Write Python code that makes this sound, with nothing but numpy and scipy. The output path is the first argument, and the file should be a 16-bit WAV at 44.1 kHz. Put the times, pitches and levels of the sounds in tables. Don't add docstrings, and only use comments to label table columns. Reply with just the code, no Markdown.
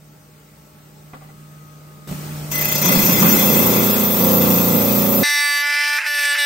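import sys
import numpy as np
from scipy import signal
from scipy.fft import rfft, irfft, next_fast_len
from scipy.io import wavfile
from scipy.ndimage import uniform_filter1d, map_coordinates

SR = 44100
rng = np.random.default_rng(int(sys.argv[2]) if len(sys.argv) > 2 else 0)


def digitize_waveform(pressure):
    field = np.atleast_2d(pressure).T
    bounded = np.clip(field, -1, 1)
    quanta = np.round(bounded * 32767).astype(np.int16)
    wavfile.write(sys.argv[1], SR, quanta)


def gain_from_decibels(decibels):
    exponent = np.asarray(decibels, float) / 20
    return 10 ** exponent


N = 284445
T = np.arange(N) / SR
CUT_START_S, TOOL_CHANGE_S = 2.517, 5.232
BITE_S = 2.6
TURNS_PER_S = 29.72
# freq_hz, density_db
SIZZLE_SHAPE = [(9000, -29), (10000, -12.5), (11600, -12.5), (12400, -15), (13000, -7), (14000, -2.5),
                (15000, -6.5), (15700, -4)]


def unit(x):
    return x / np.sqrt(np.mean(x ** 2) + 1e-20)


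def along(points, hz):
    f, v = np.transpose(points)
    return np.interp(np.log(hz + 1), np.log(f + 1), v)


def curves(rows):
    s, *cols = np.transpose(rows)
    return [np.interp(T, s, c) for c in cols]


def ramp(start_s, length_s):
    return np.clip((T - start_s) / length_s, 0, 1)


def wobble(knots_per_s):
    return map_coordinates(rng.standard_normal(int(N * knots_per_s / SR) + 4), [T * knots_per_s], order=1)


def filtered(x, response):
    m = next_fast_len(N + 8192)
    return irfft(rfft(x, m) * response(np.fft.rfftfreq(m, 1 / SR)), m)[..., :N]


def coloured(x, spectrum):
    return unit(filtered(x, lambda hz: gain_from_decibels(along(spectrum, hz))))


def patchy(depth_db):
    z = signal.stft(rng.standard_normal(N), nperseg=512)[2]
    field = uniform_filter1d(uniform_filter1d(rng.standard_normal(z.shape), 4, 0), 12, 1)
    return signal.istft(z * gain_from_decibels(depth_db * unit(field)), nperseg=512)[1][:N]


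def ringing(x, modes):
    def response(hz):
        total = 0
        for k, (mode_hz, width_hz, db) in enumerate(modes):
            damping = 1j * hz * width_hz
            total = total + (-1) ** k * gain_from_decibels(db) * damping / (mode_hz ** 2 - hz ** 2 + damping)
        return total
    return unit(filtered(x, response))


def knocks(events, modes, crack, crack_s=.01):
    out, t = np.zeros(N + SR), np.arange(SR // 3) / SR
    onset = 1 - np.exp(-t / 0.00024)
    for s, db in events:
        ring = sum(gain_from_decibels(level + rng.normal(0, 3) - 60 * t / t60) * np.sin(2 * np.pi * hz * t)
                   for hz, level, t60 in modes)
        snap = crack * gain_from_decibels(-60 * t / crack_s) * rng.standard_normal(len(t))
        out[round(s * SR):][:len(t)] += gain_from_decibels(db) * onset * (ring + snap)
    return out[:N]


def ports(x, sum_gain, side_db, lean, spread_s):
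    echo = rng.standard_normal(4096) * gain_from_decibels(-60 * np.arange(4096) / SR / spread_s)
    spectrum = rfft(echo, next_fast_len(N + 8192))
    echo_phase = spectrum / np.abs(spectrum)

    def smear(hz):
        in_phase = np.clip(along(lean, hz), -1, 1)
        return in_phase + np.sqrt(1 - in_phase ** 2) * echo_phase

    mid = filtered(x, lambda hz: gain_from_decibels(along(sum_gain, hz)))
    side = filtered(x, lambda hz: gain_from_decibels(along(side_db, hz)) * smear(hz))
    return np.array([mid - side, mid + side])


def idle():
    # freq_hz, level_db
    motor_lines = [(59.2, -63.5), (91.5, -76), (118.4, -96), (150.7, -50), (209.9, -58), (296.1, -60),
                   (613.7, -64), (850.6, -76), (1104, -69.5), (1314, -68)]
    # time_s, level_db
    hum_path = [
        [(0.0, -45), (0.04, -47), (0.49, -52), (1.38, -41.5), (2.02, -43), (2.07, -47)],
        [(2.077, -33), (2.103, -32.5), (2.85, -27.5)],
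    ]
    # time_s, freq_hz, level_db
    bearing_path = [(1.2, 1253, -71), (1.634, 1259, -60.5), (2.264, 1230, -62), (2.5, 1270, -67)]
    # freq_hz, density_db
    frame_shape = [(22, -31), (40, -8), (70, -0.5), (120, 2.5), (200, 4), (300, -3), (420, -1), (620, -6.5),
                   (700, -10.5), (850, -5), (1000, -14.5), (1300, -10), (2500, -19.5), (3300, -26)]
    # freq_hz, density_db
    spray_shape = [(1200, -34), (2000, 0), (3300, -3.5), (4200, -3.5), (7500, -2.5), (8300, -2),
                   (10000, -0.5), (15700, -1.5)]
    jump_s, creep_db_per_s = 2.074, 1.5
    spray_db = np.where(T < jump_s, -54.5 + creep_db_per_s * T, -38)
    frame_db = np.where(T < jump_s, -52.5 + creep_db_per_s * T, -37.5)
    hum_hz = 150.8
    hum_db = curves(np.vstack(hum_path))[0] - 12 * ramp(3.3, 0.44)
    hum = gain_from_decibels(hum_db + 2.5 + .5 * wobble(20)) * np.sin(2 * np.pi * hum_hz * T)
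    lines = np.zeros(N)
    for hz, db in motor_lines:
        if abs(hz - hum_hz) > 5:
            lines += gain_from_decibels(db + 2.0 * wobble(5.93)) * np.sin(2 * np.pi * hz * T + rng.uniform(0, 5.4))
    hz, db = curves(bearing_path)
    whistle = gain_from_decibels(db + 6.5 + wobble(12.0)) * ramp(0.99, 0.18) * np.sin(2 * np.pi * np.cumsum(hz) / SR)
    frame = gain_from_decibels(frame_db) * (gain_from_decibels(53.5) * lines + coloured(patchy(depth_db=1.2), frame_shape))
    spray = gain_from_decibels(spray_db) * coloured(patchy(depth_db=1.5), spray_shape)
    return hum + whistle + frame + spray


def handling():
    # start_s, peak_db
    bounces = [(0.871, -52), (1.134, -28.5), (1.141, -33), (1.149, -36), (1.164, -37), (1.209, -42),
               (1.219, -35), (1.244, -40), (1.289, -43), (1.299, -41)]
    # freq_hz, level_db, t60_s
    tray_modes = [(262, -0.5, 0.057), (530, -1, 0.086), (765, 5, 0.089), (1155, 6.5, 0.036),
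                  (1400, 7, 0.03), (2020, 6, .04), (2280, -12, .04), (3060, -16, .03)]
    # freq_hz, gain_db
    dull_contact = [(150, 9), (300, 7), (2300, -4), (4500, -18), (8000, -28)]
    # start_s, level_db
    laid_down = [
        (2.08, -29.5),
        (2.112, -20.5),
        (2.125, -20),
    ]
    # freq_hz, level_db, t60_s
    table_modes = [(186, -7, 0.25), (260, -7.5, 0.1), (373, -12.5, 0.047), (580, -13, 0.085),
                   (2600, -21, 0.03)]
    # start_s, level_db
    pushes = [
        (2.97, -13),
        (3.03, -22),
        (3.36, -33),
        (4.23, -39),
        (5.22, -45),
    ]
    chip = knocks(bounces, tray_modes, crack=3.5, crack_s=0.12)
    chip = filtered(chip, lambda hz: gain_from_decibels(along(dull_contact, hz) - 15.0))
    chip += knocks([(1.243, -58), (1.247, -60)], [(2900, 0, .03), (4030, -2, .02)], crack=.5)
    stone = knocks(laid_down, table_modes, crack=0.18, crack_s=0.044)
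    return chip + stone + knocks(pushes, [(32.1, 1, 0.046), (55.5, -22, .1)], crack=0)


def table_growl(growl_db, rattle_db, speed, turn, strike):
    # freq_hz, density_db
    growl_shape = [(24, -59), (40, -44), (59, -35), (193, 0.5), (242, -2), (322, -12.5), (340, -9.5),
                   (440, -12), (750, -120)]
    rattle_shape = [(190, -28), (320, -2.5), (442, -12), (540, 1.5), (664, -12), (1090, -13.5),
                    (1500, -17.5), (1950, -54), (3300, -120)]
    order_levels = [-57, -13.5, -7.5, -12.5, -3, 1, -4.5, -8, -9.5, -20, -10, -10, -13.5, -15, -9, -7.5,
                    -11.5, -11.5, -14]
    # time_s, freq_hz
    stone_paths = [
        [(3.5, 150), (3.57, 236), (4.45, 236), (4.5, 178), (4.78, 178), (4.81, 265)],
        [(3.45, 531), (3.55, 413), (4.2, 413), (4.23, 522), (4.78, 522), (4.81, 558)],
    ]
    # freq_hz, width_hz, level_db
    boom_modes = [(178.3, 17, 4.5), (210, 27, 1.5)]
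    rough_share, smooth_share = .9, .23
    rough = smooth_share + (rough_share - smooth_share) * np.exp(-np.maximum(T - 3.45, 0) / .2)
    stone_hz = [curves(path)[0] for path in stone_paths]

    def lift_db(k):
        return sum(db * np.exp(-((k * speed - hz) / 20) ** 2) for db, hz in zip((5, 8), stone_hz))

    def order(k):
        phase = k * turn + rng.uniform(0, 2 * np.pi) + .45 * wobble(4)
        return gain_from_decibels(2.3 * wobble(5)) * np.cos(phase)

    def grind():
        return np.sqrt(rough) * unit(gain_from_decibels(2.1 * strike) * patchy(depth_db=2.0))

    low = sum(gain_from_decibels(db + lift_db(k)) * order(k) for k, db in enumerate(order_levels, start=2))
    low = low / np.sqrt(np.abs(uniform_filter1d(low ** 2, SR // 4)))
    high = unit(sum(order(k) for k in range(21, 48)))
    tonal = 1.295 * np.sqrt(1 - rough) * low
    noise = 0.51 * coloured(grind(), growl_shape)
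    boom = 0.44 * (rough - smooth_share) / rough_share * ringing(grind(), boom_modes)
    rattle = coloured(grind() + 0.32 * np.sqrt(1 - rough) * high, rattle_shape)
    return gain_from_decibels(growl_db) * (tonal + noise + boom) + gain_from_decibels(rattle_db - 6.5) * rattle


def blade_grit(grit_db, feed_db, grains, depth):
    # freq_hz, density_db
    grit_shape = [(530, -11), (900, 0), (1090, -1), (1830, -8), (2040, -11.5), (2600, -2.5), (2840, -5),
                  (3500, -6.5), (4680, -10.5), (5220, -8), (9800, -7), (12700, -39), (21600, -120)]
    # freq_hz, width_hz, level_db
    blade_modes = [(2045, 50, 0), (2250, 25, -1), (2500, 30, -3), (2695, 15, 3), (3430, 60, -3),
                   (4460, 25, -1), (5072, 35, -4), (5400, 50, -4), (6020, 25, -2), (6140, 20, -1),
                   (6420, 20, -2), (6930, 40, -3), (7065, 18, 1), (8090, 30, -3)]
    bite_db = 1 * (T > BITE_S) * np.exp(-np.abs(T - BITE_S) / 0.046)
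    blade = 0.88 * gain_from_decibels(-6 * depth + 1 * wobble(3.05)) * ringing(grains, blade_modes)
    grit = gain_from_decibels(grit_db + bite_db - 1.5) * (coloured(grains, grit_shape) + blade)
    coarse = filtered(grit, lambda hz: 1 / (1 + (hz / 1680) ** 6))
    return grit + (gain_from_decibels(0.16 * feed_db) - 1) * coarse


def rim_sizzle(sizzle_db, turn, strike, throb_db, skim):
    # freq_hz, width_hz, level_db
    rim_modes = [(12070, 60, -9), (12750, 50, -4), (13010, 50, -2), (13160, 50, -2), (13520, 70, -5),
                 (13850, 50, -2), (14020, 60, 1), (14330, 50, -5), (14620, 80, -5), (15040, 60, -5),
                 (15630, 60, -5)]
    lead_s, lead_db = .011, 1.8
    lead = 1 - np.mod(turn + 2 * np.pi * TURNS_PER_S * lead_s, 2 * np.pi) / (2 * np.pi)
    fine_db = throb_db * (0.31 * strike + lead_db * lead) + 0.83 * wobble(300)
    fine = gain_from_decibels(fine_db) * patchy(depth_db=2.0)
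    fine = fine / np.sqrt(np.abs(uniform_filter1d(fine ** 2, SR // 8)))
    hiss = coloured(fine, SIZZLE_SHAPE) + .5 * ringing(fine, rim_modes)
    return gain_from_decibels(sizzle_db + 0.5 - 2 * skim) * hiss


def blade_sing(depth):
    # freq_hz, level_db, peak_s, rise_s, fade_db_per_s
    hz, db, peak_s, rise_s, fade_db_per_s = (2034, -29, 2.545, .025, 12)
    fade_db = fade_db_per_s * np.maximum(T - peak_s, 0) + 5 * ramp(BITE_S, 0.11) + 12 * depth
    sing_db = db - fade_db + 3.0 * wobble(45.27)
    return gain_from_decibels(sing_db) * ramp(peak_s - rise_s, rise_s) * np.sin(2 * np.pi * hz * T + 1.1 * wobble(70))


def guard_buzz(grains, skim):
    # freq_hz, width_hz, level_db
    guard_modes = [(611, 14, 0)]
    return gain_from_decibels(-37) * skim * ramp(CUT_START_S, 0.041) * ringing(grains, guard_modes)


def torn_grains():
    # start_s, peak_db
    snap_events = [(2.5202, -24), (2.555, -4), (2.5796, -9), (2.612, -2), (2.655, 3), (2.6889, -7),
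                   (2.7232, 2), (2.7567, -7), (2.7804, -1), (2.8211, -8), (2.848, -9), (2.88, -7),
                   (2.9139, -6), (2.9338, -2)]
    snaps = knocks(snap_events, [(13700, -4, 0.011)], crack=1.1, crack_s=0.017)
    return filtered(snaps, lambda hz: gain_from_decibels(along(SIZZLE_SHAPE, hz)))


def cutting():
    # time_s, pressure_db
    feed_path = [(2.52, -16.5), (2.6, -15.5), (2.7, -12), (2.81, -11), (2.85, -2), (2.92, -0.5), (3.3, 3),
                 (3.55, 1.5), (4.15, -4), (4.25, 1), (5.07, -2), (5.22, -0.5)]
    # level_db, pressure_share, change_by_end_db
    layers = [
        (-17, 0.95, -0.5),
        (-19, 0.96, -2.5),
        (-23, 0.34, -5.5),
        (-14.5, 0.32, -2.5),
    ]
    feed_db, = curves(feed_path)
    progress = ramp(CUT_START_S, TOOL_CHANGE_S - CUT_START_S)
    growl_db, rattle_db, grit_db, sizzle_db = [db + share * feed_db + end_db * progress
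                                               for db, share, end_db in layers]
    speed = TURNS_PER_S - .15 * (T - CUT_START_S)
    turn = 2 * np.pi * np.cumsum(speed) / SR
    turn = turn - turn[round(2.657 * SR)]
    strike = np.cos(turn) + .35 * np.cos(2 * turn - .6) + .3 * wobble(30)
    skim = np.exp(-np.maximum(T - 2.9, 0) / .15)
    throb_db = 1.4 + 5.6 * skim
    depth = ramp(3.32, 0.74)
    grains = gain_from_decibels(.3 * throb_db * strike + 1.5 * wobble(400)) * patchy(depth_db=1.6)
    saw = table_growl(growl_db, rattle_db, speed, turn, strike)
    saw = saw + blade_grit(grit_db, feed_db, grains, depth)
    saw = saw + rim_sizzle(sizzle_db, turn, strike, throb_db, skim)
    saw = saw + blade_sing(depth) + guard_buzz(grains, skim)
    return saw * ramp(CUT_START_S - .004, 0.0037) + torn_grains()


def scribe():
    # time_s, sixth_overtone_hz, level_db
    whine_path = [(5.232, 1759, -18.5), (5.264, 1753, -19), (5.37, 1744, -19), (5.43, 1744, -18),
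                  (5.588, 1735, -19), (5.64, 1742, -20), (5.965, 1756, -19), (6.0, 1755, -22.5),
                  (6.04, 1775, -27.5), (6.066, 1768, -18.5), (6.085, 1755, -20), (6.326, 1731, -16.5),
                  (6.365, 1757, -18.5), (6.4, 1743, -17.5), (6.45, 1728, -17)]
    # freq_hz, level_db
    exhaust_shape = [(6400, -34), (8000, -21.5), (10000, -29.5), (12000, -27), (14000, -31.5),
                     (15700, -33.5)]
    # freq_hz, density_db
    chatter_shape = [(250, -90), (400, -39), (650, -25), (1300, -16), (1500, -4), (1800, 0.5), (2600, -3),
                     (3300, -9), (5200, -4), (6300, -14), (9000, -14), (12000, -19.5), (14000, -19),
                     (15700, -28)]
    scrape_shape = [(300, -90), (700, -28), (1300, -10), (1600, 0), (2600, -2), (3200, -20), (5000, -18),
                    (6500, -26), (15700, -34)]
    # start_s, chatter_db, high_overtones_db
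    passes = [
        (5.635, -14.5, -7),
        (6.06, -18, -4),
    ]
    # time_s, scrape_db, half_length_s
    skids = [
        (6.025, 0, .042),
        (6.366, -6, .02),
    ]
    # start_s, level_db
    catches = [
        (6.004, -27),
        (6.016, -27),
        (6.056, -30),
        (6.078, -23),
    ]
    # start_s, level_db
    hose_drags = [
        (5.33, -83),
        (5.37, -84),
        (5.53, -82),
    ]
    # multiple, level_db
    loose_db = [(1, -42), (2, -29), (3, -16), (4, -15), (5, -16), (6, 0), (7, -1), (8, -11), (9, -9),
                (10, -16), (11, -24), (12, -13), (13, -5), (14, -12), (15, -16), (16, -9), (17, -16),
                (18, -19), (19, -8), (20, -10), (21, -25), (22, -19)]
    free_db = [(1, -51), (2, -29), (3, -21), (4, -14), (5, -17), (6, 0), (7, -3), (8, -10), (9, -11),
               (10, -14), (11, -17), (12, -16), (13, -13), (14, -17), (15, -21), (16, -10), (17, -18),
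               (18, -22), (19, -22), (20, -12), (21, -31), (22, -24)]
    cutting_db = [(1, -56), (2, -27), (3, -16), (4, -15), (5, -9), (6, 0), (7, -2), (8, -6), (9, -12),
                  (10, -18), (11, -16), (12, -22), (13, -20), (14, -19), (15, -24), (16, -25), (17, -11),
                  (18, -14), (19, -21), (20, -17), (21, -32), (22, -32)]
    second_pass_db = [(1, -58), (2, -23), (3, -23), (4, -21), (5, -14), (6, 0), (7, -14), (8, -12),
                      (9, -12), (10, -13), (11, -23), (12, -15), (13, -20), (14, -21), (15, -21), (16, -18),
                      (17, -16), (18, -20), (19, -16), (20, -21), (21, -22), (22, -29)]
    last_grip_db = [(1, -41), (2, -21), (3, -21), (4, -23), (5, -18), (6, 0), (7, -10), (8, -12), (9, -16),
                    (10, -7), (11, -20), (12, -12), (13, -10), (14, -15), (15, -25), (16, -21), (17, -14),
                    (18, -19), (19, -15), (20, -21), (21, -24), (22, -28)]
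    sixth_hz, level_db = curves(whine_path)
    (first_s, first_db, dull_db), (second_s, second_db, bright_db) = passes
    on, again = ramp(first_s - .02, 0.021), ramp(second_s, 0.037)
    loose, last = 1 - ramp(5.39, .05), ramp(6.37, .02)

    def stage(free, first, second):
        return free + (first - free) * on + (second - first) * again

    chatter_db = stage(-25, first_db, second_db) + 8 * loose + 1.0 * wobble(14)
    scrape = sum(gain_from_decibels(db - 10 * ((T - s) / half_s) ** 4) for s, db, half_s in skids)
    scrape = np.clip(scrape, 0, .97)
    scatter = .035 * gain_from_decibels(1.7 * (chatter_db + 11)) + .03 * scrape
    beat = 2 * np.pi * np.cumsum(sixth_hz / 6) / SR + scatter * wobble(200)
    grips = [dict(rows) for rows in (loose_db, free_db, cutting_db, second_pass_db, last_grip_db)]
    tone = np.zeros(N)
    for k in range(1, 55):
        db = along(exhaust_shape, 290 * k) + rng.normal(0, 3.7) + 0.91 * loose
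        db = db + stage(0, dull_db, bright_db)
        if k <= 22:
            start, free, first, second, end = [grip.get(k, -50) - grip[6] for grip in grips]
            db = stage(free, first, second) + (start - free) * loose + (end - second) * last
            db = db - 12 * (ramp(5.82, 0.042) - again) * (k == 7)
        db = db + (1.2 + .07 * k) * wobble(9) * (k != 6)
        db = db - 10 * last * (k == 1)
        db = db - 16 * scrape ** 2 * (k > 3)
        tone += gain_from_decibels(db) * np.cos(k * beat + rng.uniform(0, 6.8))

    def grit():
        return gain_from_decibels(3.8 * np.cos(beat) + 3.3 * wobble(150)) * patchy(depth_db=2.0)

    chatter_gain = 1.96 * (1 - 0.47 * scrape) * gain_from_decibels(chatter_db + 2.6 * wobble(35))
    noise = chatter_gain * coloured(grit(), chatter_shape)
    noise = noise + 0.97 * scrape * coloured(grit(), scrape_shape)
    ticks = knocks(catches, [(1827, -0.031, 0.038), (2368, -2, 0.024), (2630, -2, .03)], crack=0.24)
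    ticks = filtered(ticks, lambda hz: 1 / (1 + (900 / (hz + 1)) ** 6))
    hose = knocks(hose_drags, [(190, 3, 0.12), (290, 19, 0.091), (397, 33, 0.048)], crack=0)
    return gain_from_decibels(level_db) * (0.99 * tone + noise) * (T > TOOL_CHANGE_S) + ticks + hose


def scene():
    # freq_hz, gain_db
    saw_sum = [(9000, -0.5), (9800, -6), (10400, -11), (11000, -17.5), (11600, -11.5), (11800, -1.5)]
    # freq_hz, gain_db
    saw_difference = [(60, -16), (150, -17), (300, -8), (500, -11.5), (800, 1), (3300, -1.5), (5500, -2),
                      (7800, -2), (8800, -10), (9800, -4), (11650, 1), (11850, -22)]
    # freq_hz, share
    cut_lean = [(60, .1), (160, .85), (300, .1), (500, .3), (1200, -.1), (5500, -.55), (9000, -.2)]
    # freq_hz, side_minus_mid_db
    scribe_side = [(60, -12), (110, -5), (200, -18), (380, -23), (700, -27), (1290, -21), (2380, -10),
                   (4400, -18.5), (8120, -0.5), (15000, 0)]
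    sawing = T < TOOL_CHANGE_S
    running = ports((idle() + handling()) * sawing, saw_sum, saw_difference,
                    [(150, 0.37), (1200, -0.38)], spread_s=0.13)
    saw = ports(cutting() * sawing, saw_sum, saw_difference, cut_lean, spread_s=0.11)
    near_lean = [(1200, 0.37), (2000, 0.95), (3300, -1.14), (5500, 0.52), (8000, -0.1)]
    near = ports(scribe(), [(100, 0)], scribe_side, near_lean, spread_s=0.047)
    comb = rng.standard_normal((2, 600))

    def reflections(hz):
        ripple = np.array([[map_coordinates(row, [hz / 36])] for row in comb])
        ripple_db = 2.8 * np.clip(hz / 1500 - 1, 0, 1) * ripple
        null_db = -14 * np.exp(-((hz - 2920) / 90) ** 2)
        return gain_from_decibels(ripple_db + null_db)

    cutting_now = (T > CUT_START_S) * sawing
    before, after = filtered(running * cutting_now + saw, reflections)
    shift = ramp(3.5, 0.37)
    return running * (1 - cutting_now) + (1 - shift) * before + shift * after + near


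def starved(pair, fickle_db):
    # freq_hz, ratio_db
    weaker_limits = [
        [(1400, -13.5), (8000, -3.5), (10000, -6), (16000, -9.5)],
        [(1400, -20.5), (6000, -20.5), (8000, -8.5), (16000, -11)],
    ]
    sum_difference = np.array([pair[0] + pair[1], pair[0] - pair[1]]) / 2
    hz, _, z = signal.stft(sum_difference, SR, nperseg=2048, window="cosine")
    edges = np.arange(64, 1025, 16)
    power = np.add.reduceat(np.abs(z) ** 2, edges, axis=1)
    mood = uniform_filter1d(rng.standard_normal(power.shape), size=2, axis=1)
    mood = uniform_filter1d(mood, size=2, axis=2)
    limit_db = np.array([along(table, hz[edges]) for table in weaker_limits])[..., None]
    limit_db = limit_db + fickle_db * unit(mood)
    kept = power > gain_from_decibels(2 * limit_db) * power[::-1]
    z[:, 64:] *= np.repeat(kept, 16, axis=1)[:, :961]
    mid, side = signal.istft(z, nperseg=2048, window="cosine")[1][:, :N]
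    return np.array([mid + side, mid - side])


def roll_off(x):
    return signal.sosfilt(signal.butter(12, 16550, fs=SR, output="sos"), x)


def record(dry):
    soft = dry / (1 + np.abs(dry / .95) ** 4) ** (1 / 4)
    limited = filtered(soft, lambda hz: hz < 15750)
    mix = starved(limited, fickle_db=4.0)
    return roll_off(mix)


dry = scene()
out = record(dry)
digitize_waveform(out)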